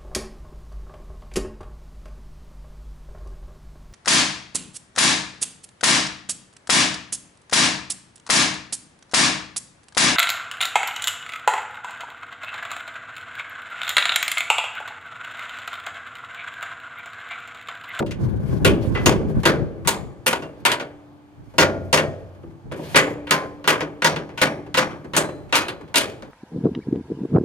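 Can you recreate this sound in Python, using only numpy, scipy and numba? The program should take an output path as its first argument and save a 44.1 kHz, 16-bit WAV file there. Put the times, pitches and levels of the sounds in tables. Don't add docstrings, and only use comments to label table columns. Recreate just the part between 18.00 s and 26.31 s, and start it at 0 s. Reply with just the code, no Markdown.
import sys
import numpy as np
from scipy import signal
from scipy.fft import rfft, irfft, next_fast_len
from scipy.io import wavfile
from scipy.ndimage import uniform_filter1d
from numba import njit

SR = 44100
rng = np.random.default_rng(int(sys.argv[2]) if len(sys.argv) > 2 else 0)


def gain_from_decibels(decibels):
    exponent = np.asarray(decibels, float) / 20
    return 10 ** exponent


def waveform_to_disk(signal):
    frames = np.transpose(np.atleast_2d(signal))
    scaled = np.clip(frames, -1, 1) * 32767
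    samples = np.round(scaled).astype(np.int16)
    wavfile.write(sys.argv[1], SR, samples)


N = 366471

# start in seconds, level in dB, bass heft in dB, treble edge in dB,
# contact in seconds.
BLOWS = [(0.6472, -6, 9.5, -11, 0.0058), (1.059, -4, 10, -9.5, 0.0054), (1.4534, -6.5, 8, -12, 0.012),
         (1.8733, -11.5, 4, -2, 0.015), (2.2659, -8, -2.5, -8, .012), (2.6513, -5.5, -5, -12.5, .015),
         (3.5821, -6, 3.5, -14, 0.03), (3.9278, -4.5, 0, -11, 0.014), (4.958, -4, 1.5, -10.5, 0.015),
         (5.3085, -6.5, 0, -8.5, 0.011), (5.6757, -4, -3.5, -16, 0.022), (6.0448, -4.5, -2.5, -16, 0.016),
         (6.4149, -6, 0, -13.5, 0.008), (6.7735, -6.5, -0.5, -12.5, 0.0095), (7.165, -7.5, 0, -8, 0.012),
         (7.554, -9.5, -4.5, -6.5, .019), (7.957, -10, 2, -5, .024)]
# start in seconds, level at 1 kHz in dB,
# dullness in dB per octave.
SCUFFS = [(0.9498, -16.5, 4), (1.4347, -21.5, 1.5), (1.8485, -29.5, 0.5), (4.945, -8.5, 1.5),
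          (5.2697, -27, 0.5), (5.6416, -24.5, 1), (6.02, -14.5, 0), (6.3751, -21.5, -0.3),
          (6.7423, -15.5, -1.5), (7.1349, -16.5, .3), (7.525, -11.5, -1.5), (7.9421, -16, -1.5)]
# start in seconds, level at 1 kHz in dB, dullness in dB per octave.
BOUNCES = [(0.062, -34, -2), (0.1094, -28.5, -2.5), (.977, -28.5, 4), (2.33, -14, -0.5), (2.4218, -19, 5.5),
           (2.716, -15.5, -3.5), (2.798, -15.5, 3), (3.62, -1.5, 3), (3.9734, -4, 1), (4.714, -19.5, 7.5),
           (4.72, -25, 0.5), (4.7417, -35.5, 3.5), (5.806, -12, 3), (6.161, -13, 4.5), (6.291, -29.5, 5),
           (6.9074, -29, 5.5), (7.2893, -27, 6), (7.493, -39, 1), (7.6824, -15, 1.3), (7.878, -43, 2),
           (8.098, -32, 1.5), (8.2228, -26, 5)]
# start in seconds, level at 1 kHz in dB,
# dullness in dB per octave.
NUDGES = [(.003, -20.5, 9), (0.0183, -28.5, 8.5), (3.539, -34, 7), (4.3485, -44.5, 5), (4.4323, -40, 7.5),
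          (4.505, -43, 6.5), (4.7908, -26, 7.5), (6.565, -45, 13), (6.664, -34.5, 6), (7.0441, -30.5, 6),
          (7.8104, -34.5, 6)]
# start in seconds,
# level at 1 kHz in dB, dullness in dB per octave.
THUMPS = [(.001, -15, 9.5), (.023, -16, 11), (.34, -31, 14.5), (.398, -36, 18.5), (.435, -38.5, 16.5),
          (.465, -38, 15.5), (.489, -35, 23.5), (.527, -28, 19.5), (.601, -31, 14.5), (.846, -27, 20.5),
          (1.029, -28.5, 16.5), (1.299, -28, 21.5), (1.433, -17, 4.5), (2.262, -9.5, 3.5), (2.329, -5.5, 5),
          (2.7176, -10, 2.5), (4.436, -33.5, 16.5)]
# bass, clank, mid and treble in dB, contact in seconds.
TOUCH_COLOUR = [
    (-0.5, -0.5, 0.5, -23, 0.029),
    (-4.5, -3, -2, -18.5, 0.0071),
    (8.5, 0, -6, -9, 0.0063),
    (-0.5, 2.5, -3.5, -6, 0.006),
]
RING_LENGTH = [
    0.97,
    1,
    0.71,
    0.39,
    0.045,
]
CONTACT_HZ = np.array([400, 1000, 2500, 9000])
CLANK_DB = 1.52

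# frequency in Hz, level in dB.
CLATTER_COLOUR = [(30, -35), (60, -17), (150, -6), (300, -1), (750, -7.5), (1000, -3.5), (1500, -0.9),
                  (3000, -1.5), (5000, -3), (9000, -3), (12000, -9), (15400, -15.5), (16300, -26)]
# frequency in Hz, time to fall 60 dB in seconds.
CLATTER_T60 = [(70, 2), (200, 0.43), (500, 0.85), (1000, 0.32), (2000, 0.24), (4000, 0.17), (8000, 0.15),
               (14000, 0.12)]
# frequency in Hz, level in dB, t60 in seconds.
FRAME_MODES = [(156.3, -41, 0.47), (211, -53, 0.14), (257.5, -50.5, 0.34), (335, -45.5, 0.82),
               (387.8, -43.5, 0.32), (462, -44, 0.22), (517, -35.5, 0.25), (576, -44.5, .9),
               (643, -41, 0.62), (932.6, -31.5, 0.15), (977, -38, 0.3), (1053, -42, 0.62),
               (1130, -45, 0.22), (1420, -34.5, 0.38)]
# frequency in Hz, level in dB, t60 in seconds.
PANEL_MODES = [(1470, -34, .2), (1620, -40.5, 0.28), (1930, -35, 0.27), (1957, -35.5, 0.38),
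               (2570, -41.5, .18), (2765, -29, 0.42), (3020, -35, 0.077), (3520, -32.5, 0.076),
               (3820, -30.5, 0.15), (4120, -30.5, 0.22)]
# frequency in Hz, level in dB, t60 in seconds.
HEAD_MODES = [(5420, -33, 0.22), (6700, -39.5, .07), (7940, -35.5, 0.094), (8800, -28, .06),
              (10100, -42, .08)]

# (start in seconds, level in dB).
TUBE_RINGS = [(92.7, 1.88, [(3.581, -27), (3.929, -29)]), (139, 0.8, [(2.651, -32.5)]),
              (293, 3.44, [(2.266, -41), (2.653, -36.5), (4.957, -29), (5.679, -34.5), (6.415, -33.5)]),
              (336.6, 1.6, [(.647, -22), (1.454, -28)]), (384, .64, [(1.06, -22.5)]),
              (533, 0.85, [(3.582, -23.5), (3.929, -27)]), (595, 0.89, [(3.582, -23), (3.929, -27.5),
              (7.165, -30.5)]), (643, 0.69, [(3.582, -20.5), (3.929, -24)]), (665, 0.78, [(3.582, -23),
              (3.929, -25.5)])]
# (start in seconds, level in dB).
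PIN_RINGS = [(926, 0.084, [(2.268, -26), (2.328, -10.5), (5.31, -8.5)]), (942, .12, [(1.453, -16),
             (2.651, -19), (2.721, -17.5), (5.31, -16.5), (5.679, -23)]), (1036, 0.48, [(5.309, -19)]),
             (1416, 0.55, [(3.581, -22)]), (1860, 0.39, [(3.928, -23)]), (2010, 0.32, [(.951, -24.5),
             (4.97, -19.5)]), (2510, 0.35, [(7.555, -23), (7.957, -26)]), (2770, 0.2, [(2.421, -39),
             (6.042, -27)])]
# (start in seconds, level in dB).
HEAD_RINGS = [(4050, 0.61, [(7.165, -41.5), (7.555, -40)]), (5700, 0.36, [(1.455, -51), (6.044, -33),
              (6.415, -36), (6.775, -35.5)]), (6700, 0.12, [(1.06, -14.5)]), (7200, .38, [(1.873, -34.5),
              (2.268, -43), (4.958, -31.5)]), (7700, .1, [(1.875, -24), (7.957, -44)]),
              (9200, .076, [(4.958, -23.5)]), (10620, 0.42, [(5.309, -47), (5.677, -49), (6.044, -54),
              (6.415, -47), (6.775, -51), (7.165, -49)])]

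# start, hardest and end in seconds, level in dB.
RUBS = [(.17, 0.225, 0.38, -57.5), (.36, 0.521, 0.87, -56), (.81, 0.83, .93, -49.5),
        (.92, 0.956, .96, -48.5), (.97, 1.053, 1.06, -48.5), (1.27, 1.3, 1.36, -57),
        (1.35, 1.404, 1.45, -54), (2.57, 2.604, 2.63, -64), (3.1, 3.194, 2.96, -58.5),
        (3.44, 3.575, 4.53, -64.5), (4.76, 4.932, 5.14, -44.5)]
# frequency in Hz, level in dB per Hz.
RUB_COLOUR = [(350, -23), (600, 9), (1450, -3.5), (1640, 1.5), (5260, -7.5), (7310, -12), (12700, -13.5),
              (16000, -31.5)]
RUB_EDGE_DB = -13.5

# time in seconds, level in dB.
WIND_LEVEL = [(0.0, -38), (0.32, -33.5), (1.04, -29.5), (1.36, -30.5), (1.53, -41.5), (1.8, -41.5),
              (3.12, -70), (3.45, -55), (3.8, -46), (4.0, -48.5), (4.4, -55), (4.65, -52.5), (4.93, -48.5),
              (5.23, -57.5), (6.62, -65), (6.92, -53), (8.31, -61)]
# frequency in Hz, level in dB per Hz.
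WIND_COLOUR = [(12, -44), (20, -12), (126, 5), (390, -12), (620, -25.5), (1140, -30), (1260, -40.5),
               (1510, -31.5), (2500, -54.5), (3250, -81.5), (5500, -120)]
WIND_DB, WIND_LEAN_DB = 11, 1
# frequency in Hz, level in dB per Hz.
YARD_COLOUR = [(24, -45.5), (40, -19.5), (131, -2.5), (258, -9), (286, -1), (427, -12.5), (844, -10.5),
               (2430, -27.5), (14900, -47), (16500, -54.5)]
YARD_DB = -47.5

# frequency in Hz, likeness from 0 to 1.
PORT_LIKE = [(300, 0.89), (1500, 0.64), (12000, 0.45)]
# frequency in Hz, phase in radians.
PORT_TURN = [(100, 0.24), (500, 0.21), (1640, 1.475), (5000, 1.32), (16000, 0.96)]
BANDS_HZ = 30 * 2 ** np.arange(0, 9.4, 1 / 2)


def on_log(table, hz):
    f, v = np.transpose(table)
    return np.interp(np.log(hz), np.log(f), v)


def curve(table):
    return np.interp(np.arange(N) / SR, *np.transpose(table), -120, -120)


def walk(rate):
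    k = int(SR / rate)
    held = np.repeat(rng.standard_normal(N // k + 1), k)
    return uniform_filter1d(held, k)[:N] * np.log(10) / 16


def bands(like, colour):
    size = next_fast_len(N)
    same, other = rfft(rng.standard_normal((2, size)))
    hz_axis = np.arange(len(same)) * SR / size + 1
    share = np.clip(like * on_log(PORT_LIKE, hz_axis), 0, 1)
    turn = np.exp(-1j * on_log(PORT_TURN, hz_axis))
    right = (share * same + np.sqrt(1 - share ** 2) * other) * turn
    pair = np.array([same, right]) * gain_from_decibels(on_log(colour, hz_axis))
    for hz in BANDS_HZ:
        a, b = np.searchsorted(hz_axis, [hz / np.sqrt(2), hz * np.sqrt(2)])
        if colour[0][0] < hz < 1.2 * colour[-1][0]:
            part = np.zeros_like(pair)
            part[:, a:b] = pair[:, a:b] * np.cos(np.pi * np.log2(hz_axis[a:b] / hz))
            yield hz, irfft(part, size)[:, :N]


def coloured(colour, like, flicker_db, rate, shared):
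    flickering = sum(np.exp(flicker_db * walk(rate)) * band for hz, band in bands(like, colour))
    out = np.exp(shared) * flickering
    return out / np.sqrt(np.mean(out ** 2))


def wind():
    puffs = 3.6 * np.array([walk(28), walk(28)]) + 3 * walk(14)
    lean_db = WIND_LEAN_DB * np.array([[.5], [-.5]])
    gust = gain_from_decibels(curve(WIND_LEVEL) + WIND_DB + lean_db)
    return coloured(WIND_COLOUR, 0, 1.1, 12, puffs) * gust


def yard():
    return coloured(YARD_COLOUR, 0.54, 1.2, 7.2, 1.8 * walk(0.99)) * gain_from_decibels(YARD_DB - 2.5)


def knocks():
    rows = []
    for s, db, heft, edge, hold in BLOWS:
        rows.append((s, db + heft, db + CLANK_DB, db - CLANK_DB, db + edge, hold, RING_LENGTH[0]))
    octaves = np.log2(CONTACT_HZ / 1000)
    kinds = zip((SCUFFS, BOUNCES, NUDGES, THUMPS), TOUCH_COLOUR, RING_LENGTH[1:])
    for table, (*colour, hold), longer in kinds:
        for s, db, dull in table:
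            rows.append((s, *(db + np.array(colour) - dull * octaves), hold, longer))
    return np.array(rows)


def struck_db(hz, rows):
    return np.array([on_log(list(zip(CONTACT_HZ, row[1:5])), hz) for row in rows])


@njit
def swell(start, hold, peak, fade, rise, crack, settle):
    power = np.zeros(N)
    for k in range(len(start)):
        level, closed, spike = peak[k], 1., crack
        for i in range(start[k], N):
            closed, spike = closed * rise, spike * settle
            if i - start[k] > hold[k]:
                level *= fade[k]
            power[i] += (level * (1 - closed) * (1 + spike)) ** 2
            if level < 1e-4 * peak[k]:
                break
    return np.sqrt(power)


def envelope(rows, db, t60, rise, crack=0., chatter=1):
    start = (rows[:, 0] * SR).astype(np.int64)
    hold = chatter * rows[:, 5] * SR
    fade = gain_from_decibels(-60 / (t60 * rows[:, 6] * SR))
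    rise_step, settle_step = np.exp(-1 / (rise * SR)), np.exp(-1 / (0.0011 * SR))
    return swell(start, hold, gain_from_decibels(db), fade, rise_step, float(crack), settle_step)


def clatter():
    rows, out = knocks(), 0
    rattle = np.exp(1.8 * walk(200))
    for hz, noise in bands(1.0, CLATTER_COLOUR):
        db = struck_db(hz, rows) + 2.5 * rng.standard_normal(len(rows))
        t60 = on_log(CLATTER_T60, hz)
        rise = .0002 + .045 * (60 / hz) ** 1.3
        crack = 1.1 * np.clip(hz / 4000, .5, 2.5)
        body = envelope(rows, db, t60, rise, crack)
        yard_echo = envelope(rows, db - 26, min(3.8 * t60, 1.5), rise=.02)
        out = out + noise * (body * rattle + yard_echo)
    return gain_from_decibels(-0.44) * out


def ring(x, hz, t60):
    r = np.exp(-np.log(1000) / (t60 * SR))
    w = 2 * np.pi * hz / SR
    return signal.lfilter([np.sin(w)], [1, -2 * r * np.cos(w), r * r], x)


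def frame_modes():
    rows, out = knocks(), 0
    grit = rng.standard_normal((2, 2 * N))
    skips = rng.integers(99, N, 64)
    for (hz, db, t60), skip in zip(FRAME_MODES + PANEL_MODES + HEAD_MODES, skips):
        late = int(round(on_log(PORT_TURN, hz) * SR / (2 * np.pi * hz)))
        like = np.clip(on_log(PORT_LIKE, hz), 0, 1)
        blow_db = struck_db(hz, rows)
        blow_db = blow_db + .3 * np.minimum(blow_db + 20, 0)
        push = envelope(rows, blow_db + db, 0.023, rise=0.00028, chatter=0.086)
        same, other = push * grit[:, skip:skip + N]
        right = np.roll(like * same + np.sqrt(1 - like ** 2) * other, late)
        t60 = min(t60, 260 / hz)
        out = out + ring(np.array([same, right]), hz, t60)
    return gain_from_decibels(-0.24) * out


def rubbing():
    level = 0
    for start, hardest, end, db in RUBS:
        edge = db + RUB_EDGE_DB
        level = level + gain_from_decibels(curve([(start, edge), (hardest, db), (end, edge)]))
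    return coloured(RUB_COLOUR, 0.78, 1.6, 34, 1.8 * walk(90)) * level * gain_from_decibels(7.5)


def pin_rings():
    out = np.zeros((2, N))
    parts = TUBE_RINGS + PIN_RINGS + HEAD_RINGS
    rung = [(s, hz, db, t60) for hz, t60, blows in parts for s, db in blows]
    for (s, hz, db, t60), phase in zip(rung, rng.uniform(0, 2 * np.pi, len(rung))):
        i = int(s * SR)
        t = np.arange(min(N - i, 2 * SR)) / SR
        port_lag = np.array([[0], [on_log(PORT_TURN, hz)]])
        tone = np.sin(2 * np.pi * hz * t + phase - port_lag)
        swelling = 1 - np.exp(-t * hz / 5)
        out[:, i:i + len(t)] += gain_from_decibels(db - 60 * t / t60) * swelling * tone
    return out


def scene():
    hammer = clatter() + frame_modes() + rubbing() + pin_rings()
    return wind() + yard() + hammer * gain_from_decibels(np.array([[.4], [-.4]]))


def roll_off(x):
    return signal.sosfilt(signal.butter(12, 16850, fs=SR, output="sos"), x)


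def record(dry):
    rounded = np.tanh(0.81 * dry) / 0.84
    top_cut = signal.ellip(8, .2, 60, 16500, fs=SR, output="sos")
    return roll_off(signal.sosfilt(top_cut, rounded))


dry = scene()
out = record(dry)
waveform_to_disk(out)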